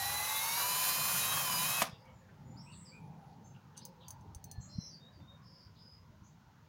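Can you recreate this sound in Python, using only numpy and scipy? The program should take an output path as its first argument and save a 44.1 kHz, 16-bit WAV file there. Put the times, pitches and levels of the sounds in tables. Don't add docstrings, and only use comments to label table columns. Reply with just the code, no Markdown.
import sys
import numpy as np
from scipy import signal
from scipy.fft import rfft, irfft, next_fast_len
from scipy.io import wavfile
from scipy.ndimage import uniform_filter1d

SR = 44100
rng = np.random.default_rng(int(sys.argv[2]) if len(sys.argv) > 2 else 0)


def transcribe(u):
    v = np.clip(np.atleast_2d(u).T, -1, 1)
    q = np.round(v * 32767).astype(np.int16)
    wavfile.write(sys.argv[1], SR, q)


N = 294791
T = np.arange(N) / SR

# [f/Hz, level/dB]
HOUSING_COLOUR = [(40, -26.5), (200, -10), (400, -13), (520, 3.5), (700, 8), (1050, 8), (1300, 3.5),
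                  (1450, 7), (1900, 7), (2300, 3), (2600, 8), (3300, 1), (4100, 8.5), (4700, 4), (5500, 5),
                  (6600, 9), (8100, 0), (10300, 8.5), (11500, 8), (12700, 4), (13800, -0.5), (14700, 7),
                  (15500, -5)]
CRUISE_HZ = 205
BREAKTHROUGH_S = 1.196
COMMUTATOR_ORDER = 5


def undb(db):
    return 10 ** (np.asarray(db) / 20)


def unit(x):
    return x / np.sqrt(np.mean(x ** 2))


def curves(table):
    s, *columns = np.transpose(table)
    return [np.interp(T, s, c) for c in columns]


def colour(x, points):
    hz, db = np.transpose(points)
    size = next_fast_len(len(x))
    bins = np.maximum(np.arange(size // 2 + 1) * SR / size, 1)
    gain = undb(np.interp(np.log(bins), np.log(hz), db))
    return unit(irfft(rfft(x, size) * gain, size)[:len(x)])


def noise(points):
    return colour(rng.standard_normal(N), points)


def lowpass(x, hz):
    return signal.sosfilt(signal.butter(2, min(hz, .45 * SR), fs=SR, output="sos"), x)


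def walk(rate):
    k = max(int(SR / rate), 1)
    steps = np.repeat(rng.standard_normal(N // k + 1), k)
    return unit(uniform_filter1d(steps, k)[:N])


def add(out, s, x):
    i = int(s * SR)
    x, i = x[max(-i, 0):], max(i, 0)
    out[i:i + len(x)] += x[:N - i]


def echoes(x, t60, treble_t60, wet_db, delay):
    t = T[:SR]
    scatter = rng.standard_normal(SR)
    low = lowpass(scatter, 4900)
    treble = scatter - low
    tail = (low * undb(-60 * t / t60) + treble * undb(-60 * t / treble_t60)) * (t > delay)
    return x + undb(wet_db) * signal.fftconvolve(x, tail / np.linalg.norm(tail))[:N]


def shaft():
    # [t/s, shaft speed/Hz]
    speed_table = [(0.0, 158.2), (0.15, 166.4), (0.272, 170.5), (0.312, 173.6), (0.378, 175.9),
                   (0.558, 188.0), (0.604, 193.8), (0.694, 198.7), (0.816, 203.1), (0.932, 205.3),
                   (1.198, 205.3), (1.336, 214.1), (1.39, 213.8), (1.502, 200.4), (1.562, 197.1),
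                   (1.708, 211.4), (1.778, 215.3), (1.81, 211.6)]
    brake_hz_per_s = 1106
    shudder = np.where(T < BREAKTHROUGH_S, .00044, .0012)
    speed, = curves(speed_table)
    braked = np.maximum(speed - brake_hz_per_s * np.maximum(T - speed_table[-1][0], 0), 0)
    turns = np.cumsum(braked * (1 + shudder * walk(150))) / SR
    return speed, braked, turns


def tone(turns, order, db):
    return np.sqrt(2) * undb(db) * np.sin(2 * np.pi * (order * turns + rng.random()))


def whines(turns):
    # [t/s, level/dB]
    commutator_level = [(0, -43.5), (0.3, -47.5), (0.6, -45.0), (0.9, -46.4), (1.1, -48.2), (1.22, -50.9),
                        (1.35, -46.7), (1.45, -47.6), (1.56, -45.8), (1.8, -52.4)]
    # [t/s, level/dB]
    pinion_level = [(0, -46.5), (.25, -51.5), (.37, -47.5), (.57, -49.5), (.65, -51.5), (1.52, -52),
                    (1.68, -48), (1.8, -44)]
    # [t/s, level/dB]
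    low_whine_level = [(0, -62), (.42, -58), (.6, -51.5), (1.2, -51), (1.4, -49.5), (1.8, -54)]
    # [t/s, level/dB]
    whine_level = [(0, -73), (.36, -61), (.49, -47.5), (.62, -48.5), (.9, -47), (1.2, -50), (1.33, -53),
                   (1.56, -44.5), (1.8, -53)]
    # [t/s, level/dB]
    upper_whine_level = [(0, -67), (0.14, -80), (0.3, -56), (0.42, -61.5), (0.52, -46.5), (0.65, -54),
                         (0.85, -60), (1.1, -48.5), (1.3, -48.5), (1.45, -55), (1.56, -66), (1.75, -53)]
    # [t/s, level/dB]
    top_whine_level = [(0, -68.2), (0.35, -50.2), (0.49, -57.3), (0.58, -45.0), (0.75, -45.7), (1.0, -45.6),
                       (1.18, -46.4), (1.3, -54.9), (1.45, -53.7), (1.56, -53.3), (1.8, -55.1)]
    # [t/s, level/dB]
    clear_whine_level = [(0, -63), (.3, -60), (.6, -66), (.78, -54), (.9, -46), (1.08, -47), (1.17, -53),
                         (1.25, -66), (1.8, -62)]
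    tones = [(COMMUTATOR_ORDER, commutator_level), (12, pinion_level), (15, low_whine_level),
             (25, whine_level), (30, upper_whine_level), (65, top_whine_level), (20, clear_whine_level)]
    out = sum(tone(turns, order, curves(level)[0] + 1.5 * walk(40)) for order, level in tones)
    out += tone(turns, COMMUTATOR_ORDER, curves(commutator_level)[0] - 8) * walk(170)
    return out


def overtones(speed, turns):
    # [multiple of the shaft speed, level/dB]
    overtone_table = [(13, -58.3), (23, -56.2), (33, -56), (35, -48.5), (37, -56), (40, -55.5), (44, -57),
                      (45, -47.8), (47, -51.2), (48, -53), (50, -49), (52, -50.2), (55, -55), (57, -55.8),
                      (58, -50), (59, -52.5), (60, -53.5), (63, -51), (68, -55.5), (70, -56), (71, -57),
                      (72, -56.5), (74, -60), (75, -60)]
    # [t/s, level/dB]
    load_table = [(0, -14), (.4, -12), (.6, -7), (.85, -1.5), (1.2, -1.5), (1.3, -8), (1.56, -9), (1.8, -8)]
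    ripple_db, ripple_spacing_hz = 3, 600
    load_db, = curves(load_table)
    flicker_db = np.where(T < BREAKTHROUGH_S, 2, 3.5)

    def housing_db(hz):
        return np.interp(hz, *np.transpose(HOUSING_COLOUR))

    out = np.zeros(N)
    for order, db in overtone_table:
        glide_hz = order * (speed - CRUISE_HZ)
        ripple = ripple_db * np.sin(2 * np.pi * glide_hz / ripple_spacing_hz * rng.standard_normal())
        housing = housing_db(order * speed) - housing_db(order * CRUISE_HZ)
        out += tone(turns, order, db + load_db + housing + ripple + flicker_db * walk(45))
    return out


def turn_rattle(turns):
    comb = sum(tone(turns, order, 4.5 * np.tanh(walk(9))) for order in np.arange(6, 96))
    return colour(comb, [(1200, -1.5), (3500, -1.0), (6500, -0.5), (8200, -7.5), (10000, 4.0),
                         (11700, 6), (13000, 2.5), (13800, 0.5), (14700, 6.5), (15500, -0.5)])


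def brush_hiss(braked, turns):
    height_db, scatter_db = 7.5, 3.2
    decay = .12
    segment, since = np.divmod(COMMUTATOR_ORDER * turns, 1)
    spark_db = height_db + scatter_db * rng.standard_normal(N)[segment.astype(int)]
    spit = 1 + undb(spark_db) * np.exp(-since / decay) * (braked > 0)
    return colour(rng.standard_normal(N) * spit, HOUSING_COLOUR)


def gears():
    # [f/Hz, level/dB, t60/s]
    gearbox_modes = [(530, -17, .06), (760, -9, .035), (1120, 0, .04), (1200, -5, .035), (1410, -5, .045),
                     (1590, -8, .03), (2600, -8, .015)]
    knocks_per_s, scatter_db = 130, 5.5
    t = T[:SR // 10]
    ring = sum(undb(db - 60 * t / t60) * np.cos(2 * np.pi * hz * t) for hz, db, t60 in gearbox_modes)
    strength = undb(scatter_db * np.tanh(rng.standard_normal(N)))
    hits = (rng.random(N) < knocks_per_s / SR) * strength
    return unit(signal.fftconvolve(hits, ring)[:N])


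def fan_air():
    snag_s, snag_width_s, snag_db = 1.35, .06, 3
    chatter_db = 2.1 * walk(160) + snag_db * np.exp(-((T - snag_s) / snag_width_s) ** 2)
    air = undb(chatter_db) * noise([(200, -30.0), (420, -13.0), (750, -6.0), (1080, 0.0),
                                    (1500, -10.5), (3000, -31.5), (8000, -45.5)])
    return air + undb(2.5 + chatter_db / 2) * gears()


def motor():
    stop_s, stop_db_per_s = 1.816, 455.5
    ease_from_s, ease_s, ease_db = 1.455, 0.28, -0.5
    speed, braked, turns = shaft()
    octaves = np.log2(speed / CRUISE_HZ)
    brushes = undb(-5.5) * brush_hiss(braked, turns) + undb(-8.5) * turn_rattle(turns)
    rush = undb(-35 + 9.8 * octaves + 0.89 * walk(60)) * brushes
    rush += undb(-50 + 12 * octaves) * fan_air()
    easing = undb(ease_db * np.clip((T - ease_from_s) / ease_s, 0, 1))
    braking = undb(-stop_db_per_s * np.maximum(T - stop_s, 0))
    return (whines(turns) + overtones(speed, turns) + rush * easing) * braking


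def bit():
    # [t/s, length/s, start f/Hz, end f/Hz, waver/Hz, level/dB]
    squeal_table = [(-.04, .33, 4010, 3995, 6, -45), (.27, .14, 3860, 3930, 45, -46),
                    (.29, .13, 3470, 3500, 12, -52), (.38, .17, 3790, 3736, 20, -50),
                    (.53, .12, 3840, 3950, 45, -47), (.6, .24, 4070, 4085, 32, -47.5),
                    (1.19, .17, 3900, 3850, 20, -44.5), (1.57, .23, 3920, 3830, 30, -47.5)]
    out, waver = np.zeros(N), walk(220)
    for s, length, start_hz, end_hz, waver_hz, db in squeal_table:
        n = int(length * SR)
        hz = np.linspace(start_hz, end_hz, n) + waver_hz * waver[:n]
        squeal = np.sqrt(2) * np.sin(2 * np.pi * np.cumsum(hz) / SR)
        add(out, s, undb(db) * signal.windows.tukey(n, .25) * squeal)
    return out * undb(1.7 * walk(60.45))


def patchy(points, patchy_db, rate):
    edges = np.geomspace(200, 3200, 17)
    white = rng.standard_normal(N)
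    out = white.copy()
    for lo, hi in zip(edges, edges[1:]):
        band_filter = signal.butter(2, [lo, hi], "band", fs=SR, output="sos")
        band = signal.sosfiltfilt(band_filter, white)
        out += band * (undb(patchy_db * walk(rate)) - 1)
    return colour(out, points)


def traffic():
    # [f/Hz, level/dB]
    traffic_colour = [(200, -12.5), (350, -1), (520, 0.5), (680, -1.5), (1000, -3), (1400, -4),
                      (2000, -11.5), (3500, -27.5), (8000, -29.5)]
    start_db, fade_db_per_s = -65, 0.87
    return undb(start_db - fade_db_per_s * T) * patchy(traffic_colour, patchy_db=3.5, rate=11)


def swell():
    # [t/s, centre f/Hz, level/dB]
    swell_table = [(0, 850, -84), (2.1, 900, -67.5), (2.27, 850, -75), (2.55, 830, -63), (2.72, 1000, -67),
                   (2.86, 950, -75), (3.03, 860, -63.5), (3.3, 820, -61.5), (3.66, 850, -72.5),
                   (3.83, 920, -63), (3.96, 880, -70), (4.12, 950, -61), (4.3, 860, -65),
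                   (4.58, 830, -69.5), (4.78, 900, -80.5), (5.4, 1050, -72.5), (5.9, 950, -78.5),
                   (6.68, 920, -76)]
    width_hz = 146
    hz, db = curves(swell_table)
    spread = lowpass(rng.standard_normal(N) + 1j * rng.standard_normal(N), width_hz / 2)
    return undb(db) * unit(np.real(spread * np.exp(2j * np.pi * np.cumsum(hz) / SR)))


def air_rumble():
    # [t/s, level/dB]
    rumble_level = [(0, -59), (.85, -66.5), (1.33, -54), (1.6, -66.5), (2.2, -61.5), (2.7, -64),
                    (3.9, -66.5), (4.35, -55.5), (4.95, -65.5), (5.4, -61), (5.7, -65), (6.2, -63),
                    (6.68, -68.5)]
    # [f/Hz, level/dB]
    rumble_colour = [(15, -70), (28, -42), (45, -12), (70, -3.5), (100, 3.5), (140, -6), (280, -23.5),
                     (900, -60), (4000, -100)]
    # [t/s, level/dB]
    drone_level = [(0, -60), (.75, -58), (.95, -53), (1.75, -50.5), (2.1, -63), (2.5, -53), (2.75, -58.5),
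                   (3.08, -52.5), (3.35, -59.5), (3.55, -53.5), (3.9, -59), (4.3, -56.5), (5.25, -59),
                   (5.65, -61.5), (6.1, -63), (6.68, -66.5)]
    # [f/Hz, level/dB]
    drone_colour = [(20, -70), (105, -5.5), (150, 3), (205, -4.5), (280, -14.5), (420, -31), (900, -55),
                    (4000, -100)]
    rumble = undb(curves(rumble_level)[0] + 2.6 * walk(14)) * noise(rumble_colour)
    drone = undb(curves(drone_level)[0] - 1 + 2.2 * walk(14)) * noise(drone_colour)
    return rumble + drone


def puffs():
    # [t/s, f/Hz, peak level/dB]
    puff_table = [(1.933, 135, -41), (4.293, 132, -46), (4.367, 79.4, -40), (4.586, 93, -33.5),
                  (4.603, 126, -37.5), (4.76, 99, -39), (4.788, 152, -26), (5.228, 130, -47.5),
                  (6.222, 113, -45.5)]
    out = np.zeros(N)
    for s, hz, db in puff_table:
        cycles = (T - s) * hz
        out += undb(db) * np.exp(-(cycles / 0.57) ** 2) * np.cos(2 * np.pi * cycles)
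    return out


def hoots():
    # [t/s, length/s, level/dB]
    hoot_table = [(1.986, 0.17, -66.5), (2.446, 0.12, -68), (2.8, 0.22, -72.5), (3.778, 0.3, -66)]
    # [f/Hz, level/dB]
    hoot_colour = [(300, -62), (450, -23), (520, 1), (600, -41), (900, -64)]
    out, hollow = np.zeros(N), noise(hoot_colour)
    for s, length, db in hoot_table:
        n, i = int(length * SR), int(s * SR)
        add(out, s, undb(db) * signal.windows.tukey(n, .5) * hollow[i:i + n])
    return out


def outdoors():
    # [f/Hz, level/dB]
    floor_colour = [(1000, 3), (3000, 4.5), (6800, 0.5), (8200, -17), (13500, -15), (14800, -3.5),
                    (16000, -2.5)]
    floor = undb(-75) * noise(floor_colour)
    return air_rumble() + traffic() + swell() + floor + puffs() + hoots()


def knocks():
    # [t/s, level/dB, brightest f/Hz, t60/s]
    clack_table = [(1.817, -27, 1710, 0.017), (1.8193, -23, 6050, 0.028), (1.8235, -22, 14100, 0.018),
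                   (1.826, -29, 12000, 0.017), (1.828, -38.5, 6000, 0.17), (1.8395, -38, 3000, 0.025),
                   (1.878, -50, 1500, 0.14), (2.086, -64, 1220, 0.077), (5.203, -61, 1800, 0.07)]
    # [f/Hz, level/dB]
    clack_colour = [(40, -25.5), (120, -32.5), (250, 5), (380, -21), (510, 2.5), (900, 2), (1400, 0.5),
                    (2200, -3.5), (6000, -5), (15000, -11)]
    out, t = np.zeros(N), T[:SR // 4]
    for s, db, bright_hz, t60 in clack_table:
        blow = unit(lowpass(colour(rng.standard_normal(len(t)), clack_colour), bright_hz))
        add(out, s, undb(db - 60 * t / t60) * blow)
    return out


def chuck():
    # [f/Hz, level/dB]
    chuck_colour = [(300, -18), (1100, 2), (1800, -14.5), (2550, 8), (3100, -5.5), (3600, 10), (4200, 0),
                    (5400, 3.5), (6300, 3), (8200, -14.5), (10000, -0.5), (13500, -17), (15500, -6.5)]
    start, end, count = 1.832, 1.897, 7
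    start_db, fade_db_per_s, t60 = -43, 171.5, 0.027
    out, t = np.zeros(N), T[:SR // 20]
    for k, (early, size) in enumerate(rng.random(size=(count, 2))):
        after = (end - start) * (k + early) / count
        db = start_db - fade_db_per_s * after + 8 * (size - .5)
        knock = colour(rng.standard_normal(len(t)), chuck_colour)
        add(out, start + after, undb(db - 60 * t / t60) * knock)
    return out


def birds():
    # [t/s, start f/Hz, end f/Hz, level/dB]
    chirp_table = [(1.856, 6060, 4900, -62.5), (2.04, 2324, 2175, -67.5), (2.559, 4350, 5570, -57.5),
                   (2.654, 2330, 2820, -60.5), (2.842, 5680, 4600, -59), (2.908, 2193, 2450, -59.5),
                   (4.034, 4630, 4720, -68.5), (4.597, 6100, 6800, -59), (4.894, 4860, 4716, -56),
                   (5.115, 5070, 4620, -69)]
    # [t/s, length/s, start f/Hz, end f/Hz, depth/Hz, level/dB]
    trill_table = [(1.903, 0.048, 3400, 3580, 219, -62.5), (1.925, 0.026, 4600, 4530, 200, -69),
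                   (1.93, 0.04, 2830, 2560, 150, -69), (1.976, 0.062, 4770, 4850, 380, -71),
                   (2.069, 0.034, 2840, 3080, 300, -70), (2.112, 0.13, 7200, 6800, 200, -77.5),
                   (2.43, 0.18, 6880, 7220, 50, -73), (2.609, 0.13, 8000, 7900, 300, -68.5),
                   (2.687, 0.19, 8050, 7730, 380, -60), (2.848, 0.1, 7620, 7650, 200, -67),
                   (2.714, 0.041, 4900, 3400, 497, -61.5), (3.44, 0.062, 7200, 7000, 250, -70.5),
                   (3.736, 0.1, 3350, 3350, 714, -67), (3.809, 0.034, 4610, 4900, 368, -57),
                   (3.994, 0.068, 4190, 2950, 380, -63.5), (4.594, 0.089, 7460, 7560, 81, -63),
                   (4.675, 0.15, 5020, 5450, 398, -59.5), (4.782, 0.13, 5750, 5320, 375, -51),
                   (5.395, 0.32, 5130, 4920, 286, -63), (5.746, 0.059, 4560, 3310, 684, -68.5),
                   (5.754, 0.24, 4980, 5035, 125, -60.5), (6.226, 0.072, 5930, 7120, 440, -69)]
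    # [t/s, length/s, start f/Hz, end f/Hz, level/dB]
    whistle_table = [(2.918, .08, 10200, 9800, -86), (2.98, 0.12, 9950, 10500, -86),
                     (3.147, .16, 10560, 11000, -87.5), (3.433, 0.061, 6270, 6390, -65.5),
                     (4.394, 0.32, 4320, 4175, -70), (4.46, 0.22, 1786, 1698, -72.5),
                     (4.658, 0.224, 4240, 4053, -60.5), (4.992, 0.11, 3630, 3860, -63.5),
                     (5.196, 0.067, 3590, 3640, -70.5), (5.267, 0.077, 3685, 3715, -60)]
    chirp_s, chirp_bend = 0.077, 2.3
    chirp_flutter, whistle_flutter = 0.03, 0.0063
    octave_db = -29.5
    out = np.zeros(N)
    flutter_hz = 110 + 45 * walk(60)
    flutter = 0.68 * np.sin(2 * np.pi * np.cumsum(flutter_hz) / SR) + 0.72 * walk(600)

    def sing(s, length, start_hz, end_hz, depth_hz, db, bend=1):
        n, i = int(length * SR), int(s * SR)
        slide = end_hz + (start_hz - end_hz) * np.linspace(1, 0, n) ** bend
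        phase = 2 * np.pi * np.cumsum(slide + depth_hz * flutter[i:i + n]) / SR
        note = np.sin(phase) + undb(octave_db) * np.sin(2 * phase)
        add(out, s, undb(db) * signal.windows.tukey(n, .6) * note)

    for row in trill_table:
        sing(*row)
    for s, start_hz, end_hz, db in chirp_table:
        sing(s, chirp_s, start_hz, end_hz, chirp_flutter * start_hz, db, bend=chirp_bend)
    for s, length, start_hz, end_hz, db in whistle_table:
        sing(s, length, start_hz, end_hz, whistle_flutter * start_hz, db)
    return echoes(out, t60=0.27, treble_t60=0.24, wet_db=-2.0, delay=0.013)


def ticks():
    # [t/s, level/dB, brightest f/Hz]
    tick_table = [(2.0056, -79, 15000), (2.0544, -71, 14000), (3.767, -60, 8000), (3.7722, -52, 9000),
                  (3.7775, -43, 7440), (3.791, -54, 9000), (3.8522, -44.5, 18000), (4.083, -45.5, 18000),
                  (4.1063, -45, 17000), (4.21, -67, 9000), (4.3482, -47, 12700), (4.4418, -47.5, 18000),
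                  (4.5141, -46.5, 19000)]
    # [f/Hz, level/dB, t60/s]
    steel_modes = [(4660, -13, 0.083), (5700, -18, 0.11), (6250, -2, 0.061), (6600, -8, 0.025),
                   (6500, 0, 0.016), (9200, -4, 0.024), (10500, -11, 0.037), (11600, -22.5, .04),
                   (14900, -20, .035)]
    crack_colour = [(1500, -52), (4500, -5), (6500, -7), (8000, 1.5), (9500, 4.5),
                    (13000, -10.0), (15500, 10.0)]
    out, t = np.zeros(N), T[:SR // 4]
    decay = undb(4.5 - 60 * t / 0.01) + undb(-3.5 - 60 * t / 0.084)
    for s, db, bright_hz in tick_table:
        ring = np.zeros(len(t))
        for hz, mode_db, t60 in steel_modes:
            level_chance, pitch_chance = rng.standard_normal(2)
            mode_hz = hz * (1 + 0.014 * pitch_chance)
            ring += undb(mode_db + 2.0 * level_chance - 60 * t / t60) * np.sin(2 * np.pi * mode_hz * t)
        crack = colour(rng.standard_normal(len(t)), crack_colour)
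        tick = undb(db) * lowpass(undb(-1.0) * ring + decay * crack, bright_hz)
        add(out, s, tick)
        add(out, s + 0.0031, undb(-10.0) * tick)
    return signal.sosfilt(signal.butter(2, 3200, "high", fs=SR, output="sos"), out)


def rubs():
    # [t/s, length/s, centre f/Hz, level/dB]
    rub_table = [(2.242, 0.088, 1680, -70), (3.26, 0.11, 4300, -79.5), (3.52, 0.13, 2800, -74.5),
                 (4.2, 0.12, 336, -66.5), (5.15, 0.132, 303, -66.5), (5.28, 0.096, 555, -71)]
    out, grain = np.zeros(N), undb(3.7 * walk(150)) * rng.standard_normal(N)
    for s, length, hz, db in rub_table:
        n, i = int(length * SR), int(s * SR)
        band = [(hz / 2, -36), (hz, 0), (hz * 2, -36), (hz * 4, -80)]
        add(out, s, undb(db) * signal.windows.tukey(n, .6) * colour(grain[i:i + n], band))
    return out


def scene():
    work = motor() + bit() + knocks() + chuck() + ticks() + rubs()
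    near = echoes(work, t60=.25, treble_t60=.12, wet_db=-15, delay=0.004)
    return np.tile(near + birds() + outdoors(), (2, 1))


def record(dry):
    return signal.sosfilt(signal.ellip(10, .2, 75, 15850, fs=SR, output="sos"), dry)


dry = scene()
out = record(dry)
transcribe(out)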